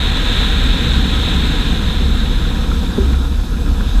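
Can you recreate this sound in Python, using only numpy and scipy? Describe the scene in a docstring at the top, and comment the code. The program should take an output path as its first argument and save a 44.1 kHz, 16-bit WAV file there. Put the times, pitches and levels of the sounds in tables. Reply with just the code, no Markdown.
"""On the wing strut of a float plane skimming along a river, microphone inside a plastic camera housing. At
first spray hisses from the floats below, over engine shake, strut drone and buffeting slipstream; air and spray
come through the ringing housing. From 1 s the hardest gusts of buffeting thump the mount, then the hiss slowly
fades, and from 2.3 s larger drops tick on the case. The hardest thump lands at 3 s and the drone swells; by 3.5
s the spray is almost gone, leaving engine, rumble and wind."""
import sys
import numpy as np
from scipy import signal
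from scipy.fft import rfft, irfft, next_fast_len
from scipy.io import wavfile
from scipy.ndimage import uniform_filter1d, map_coordinates

SR = 44100
rng = np.random.default_rng(int(sys.argv[2]) if len(sys.argv) > 2 else 0)


def dump_mix(stems):
    """Bounce the given channels to the path in sys.argv[1] as a 16-bit WAV at rate SR."""
    frames = np.atleast_2d(stems).T  # one column per channel
    limited = np.clip(frames, -1, 1)  # hard clip at full scale
    pcm = np.round(limited * 32767).astype(np.int16)
    wavfile.write(sys.argv[1], SR, pcm)


N = 176400


def amp(db):
    return 10 ** (np.asarray(db) / 20)


def unit_rms(x):
    return x / np.sqrt(np.mean(x ** 2) + 1e-20)


def spectrum_db(points, hz):
    """Levels interpolated on a log frequency axis."""
    freqs, levels = np.transpose(points)
    return np.interp(np.log(hz + 1), np.log(freqs + 1), levels)


def curve(rows):
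    """(time, value) rows interpolated to one value per sample."""
    return np.interp(np.arange(N) / SR, *np.transpose(rows))


def wobble(knots_per_s):
    """A smooth random curve."""
    knots = rng.standard_normal(2048)
    return map_coordinates(knots, [np.arange(N) * knots_per_s / SR], mode="wrap")


def filtered(x, gain):
    """x shaped by a gain that is a function of frequency."""
    size = next_fast_len(N + SR // 2)
    return irfft(rfft(x, size) * gain(np.fft.rfftfreq(size, 1 / SR)), size)[:N]


def patchy_noise(patchy_db):
    """White noise with drifting patches of random gain."""
    bins = signal.stft(rng.standard_normal(N), nperseg=512)[2]
    patches = uniform_filter1d(rng.standard_normal(bins.shape), size=6, axis=0)
    patches = uniform_filter1d(patches, size=10, axis=1)
    return signal.istft(bins * amp(patchy_db * unit_rms(patches)), nperseg=512)[1][:N]


def ring(hz, t60_s, attack_s):
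    """One struck mode, half a second long."""
    t = np.arange(SR // 2) / SR
    return np.sin(2 * np.pi * hz * t) * np.exp(-np.log(1000) * t / t60_s) * (1 - np.exp(-t / attack_s))


def add(track, start_s, x):
    """Mixes x into the track."""
    part = track[max(round(start_s * SR), 0):][:len(x)]
    part += x[:len(part)]


# resonances of the plastic around the microphone (frequency [Hz], half width [Hz], lift [dB])
HOUSING_RESONANCES = [(475, 29, 4.5), (763, 22.5, 6.5), (1004, 72, 5.5), (1273, 15.4, 9), (1394, 62, 6),
                      (1628, 100, 7), (1885, 43, 4), (2484, 114, 2), (3660, 284, 10.5), (3913, 140, 1.5),
                      (5290, 220, 3.5), (6150, 57, 5), (6450, 180, 5), (7440, 180, 5.5), (8030, 185, 6),
                      (11470, 810, 3)]


def through_housing(x, spectrum):
    """x takes on its source's spectrum and the housing's resonances, at rms 1."""
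    def lift_db(f):
        return sum(db * np.exp(-.5 * ((f - hz) / width) ** 2) for hz, width, db in HOUSING_RESONANCES)
    return unit_rms(filtered(x, lambda f: amp(spectrum_db(spectrum, f) + lift_db(f))))


# low buffeting and higher rush of air, right on the case (time [s], level [dB])
BUFFET_LEVEL = [(0, -22), (.4, -22), (1.2, -19), (1.9, -20), (2.5, -21.5), (3.1, -20), (3.4, -26),
                (3.65, -21.5), (4, -25.5)]
RUSH_LEVEL = [(0, -38.5), (1.4, -33), (2.1, -33.5), (3.0, -31.5), (3.4, -34.5), (3.75, -33), (4, -32)]
# buffeting, rush and fizz outside the housing (frequency [Hz], relative level [dB])
BUFFET_SPECTRUM = [(30, -40), (60, 7), (85, 1.5), (130, -2.5), (160, 0.5), (250, -0.5), (290, -5.5),
                   (400, -16.5), (500, -15.5), (600, -31.5), (1500, -48), (4000, -120)]
RUSH_SPECTRUM = [(100, -25), (400, -4), (600, -0.5), (1200, -2), (1700, -5), (2000, -12.5), (2500, -6.5),
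                 (4200, -10.5), (5800, -15.5), (8500, -20.5), (12500, -25.5), (15000, -29)]
FIZZ_SPECTRUM = [(2000, -34), (4500, 5.5), (5300, 0), (8500, -7), (10500, -3), (12500, -6), (15000, -7.5)]


def slipstream(lump_db=0.5, fizz_db=-45.5):
    """Eddies hit the housing in quick, slight lumps that move buffet and rush; the fizz stays even."""
    eddies = amp(lump_db * wobble(45))
    buffet = through_housing(rng.standard_normal(N) * eddies, BUFFET_SPECTRUM)
    rush = through_housing(patchy_noise(patchy_db=1.57) * eddies, RUSH_SPECTRUM)
    fizz = through_housing(rng.standard_normal(N), FIZZ_SPECTRUM)
    return amp(curve(BUFFET_LEVEL)) * buffet + amp(curve(RUSH_LEVEL)) * rush + amp(fizz_db) * fizz


# drone and rumble of the strut under the camera (time [s], level [dB])
DRONE_LEVEL = [(0, -22), (.35, -30), (.5, -18), (.7, -24.5), (1.3, -19.5), (1.55, -21.5), (1.9, -25),
               (2.07, -16.5), (2.35, -29.5), (2.73, -18.5), (2.96, -29), (3.01, -12), (3.2, -13.5),
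               (3.35, -18.5), (3.6, -20.5), (3.8, -18.5), (4, -28)]
RUMBLE_LEVEL = [(0, -19), (1.8, -17), (2.7, -20), (3.2, -24), (3.6, -19), (4, -14.5)]
# the deep rumble (frequency [Hz], relative level [dB])
RUMBLE_SPECTRUM = [(8, -40), (17, -42), (24, -29), (32, -10), (42, 7), (55, -3.5), (72, -5.5), (85, -13),
                   (110, -27.5), (250, -37), (600, -120)]


def strut(drone_hz=65.4, drift_hz=0.8, flutter_db=0.9):
    """The strut drones at its resonance over a broad rumble."""
    cycles = np.cumsum(drone_hz + drift_hz * wobble(9)) / SR
    drone = unit_rms(amp(flutter_db * wobble(4)) * np.sin(2 * np.pi * cycles))
    rumble = unit_rms(filtered(rng.standard_normal(N), lambda f: amp(spectrum_db(RUMBLE_SPECTRUM, f))))
    return amp(curve(DRONE_LEVEL)) * drone + amp(curve(RUMBLE_LEVEL)) * rumble


# engine shake, picked up out on the strut (time [s], level [dB])
SHAKE_LEVEL = [(0, -16.5), (.7, -17), (1.1, -20.5), (1.5, -19), (2.4, -15.5), (3.0, -20.5), (4, -18)]
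# engine orders (frequency [multiple of the shaft rate], relative level [dB])
ENGINE_ORDERS = [(.5, -11), (1, 0), (2, -12)]


def engine(shaft_hz=34.6, drift_hz=0.76, flutter_db=0.5):
    """The low orders of the shaft shake the airframe, each wavering in strength."""
    turns = np.cumsum(shaft_hz + drift_hz * wobble(5.12)) / SR
    shake = np.zeros(N)
    for order, db in ENGINE_ORDERS:
        strength = amp(db - flutter_db * wobble(7))
        shake += strength * np.sin(2 * np.pi * order * (turns + rng.random()))
    return amp(curve(SHAKE_LEVEL)) * unit_rms(shake)


# larger drops on the case, very close to the microphone (time [s], level [dB], ring [Hz])
DROP_HITS = [(2.331, -30, 805), (2.452, -20, 1405), (2.716, -17, 1350), (2.974, -22, 1050),
             (3.133, -20, 1010), (3.143, -21, 1420), (3.251, -27, 980), (3.436, -27, 1015),
             (3.808, -19.5, 1480)]


def drops(patter_per_s=25, patter_db=-32.5):
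    """Each drop rings the case with a brief splash; small ones patter at random throughout."""
    out, t = np.zeros(N), np.arange(SR // 2) / SR
    splash_band = signal.butter(2, [700, 2200], "band", fs=SR, output="sos")
    patter = []
    for when, size, pick in rng.random((int(patter_per_s * N / SR), 3)):
        hz = DROP_HITS[int(pick * len(DROP_HITS))][2]
        patter.append((when * N / SR, patter_db + 6 * size, hz))
    for start_s, db, hz in DROP_HITS + patter:
        burst = 1.79 * rng.standard_normal(len(t)) * np.exp(-t / 0.002)
        splash = signal.sosfilt(splash_band, burst)
        add(out, start_s, amp(db) * (ring(hz, t60_s=.024, attack_s=.00083) + splash))
    return out


# hits that ring the mount: the hardest gusts of buffeting, and the big thump near 3 s (time [s], level [dB])
JOLTS = [(1.052, -21), (1.325, -27), (1.441, -14), (1.997, -19), (2.98, -3.5), (2.985, -5.5), (3.647, -29)]
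# modes of the mount (frequency [Hz], relative level [dB], t60 [s])
MOUNT_MODES = [(234, -6.5, 0.1), (278, -8, 0.02), (390, -13, 0.2), (427, -5.5, 0.033), (744, -24, .05),
               (1005, -23, .05)]


def mount_thumps():
    """Each jolt rings all the modes of the mount."""
    out = np.zeros(N)
    thump = sum(amp(db) * ring(hz, t60_s, attack_s=.0016) for hz, db, t60_s in MOUNT_MODES)
    for start_s, db in JOLTS:
        add(out, start_s, amp(db) * thump)
    return out


# spray from the floats below the microphone (time [s], level [dB])
SPRAY_LEVEL = [(0, -21), (.2, -21), (.44, -19.5), (.66, -21.5), (1.0, -21.5), (1.45, -22), (1.8, -25),
               (2.25, -27.5), (2.55, -30.5), (2.85, -34.5), (3.12, -35.5), (3.3, -44.5), (3.55, -48),
               (3.8, -43), (4, -40)]
# spray outside the housing (frequency [Hz], relative level [dB])
SPRAY_SPECTRUM = [(50, -15), (110, 16), (170, 10.5), (260, -12.5), (400, 1), (700, -3.5), (1200, -4),
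                  (2000, -2), (3100, 0), (4200, -1), (4700, -15.5), (5800, -19.5), (7000, -17.5),
                  (8600, -22.5), (11500, -29), (15000, -31)]


def spray(surge_db=0.49, grain_db=0.64):
    """Fine droplets thrown up by the floats merge into a dense, slightly surging hiss."""
    mist = patchy_noise(patchy_db=0.37) * amp(surge_db * wobble(13.7) + grain_db * wobble(300))
    return amp(curve(SPRAY_LEVEL)) * through_housing(mist, SPRAY_SPECTRUM)


def scene():
    """Airframe, air and water all reach the one microphone inside the housing."""
    airframe = engine() + strut() + mount_thumps()
    return (airframe + slipstream() + spray() + drops())[None]


def record(dry):
    """The loudest peaks are softly rounded off, both ends fade briefly and the top treble is cut."""
    ceiling, top_hz, fade_s = .9, 15280, .004
    rounded = dry[0] / (1 + np.abs(dry[0] / ceiling) ** 8) ** (1 / 8)
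    fade = curve([(0, 0), (fade_s, 1), (N / SR - fade_s, 1), (N / SR, 0)])
    return filtered(rounded * fade, lambda f: f < top_hz)[None]


dry = scene()
out = record(dry)
dump_mix(out)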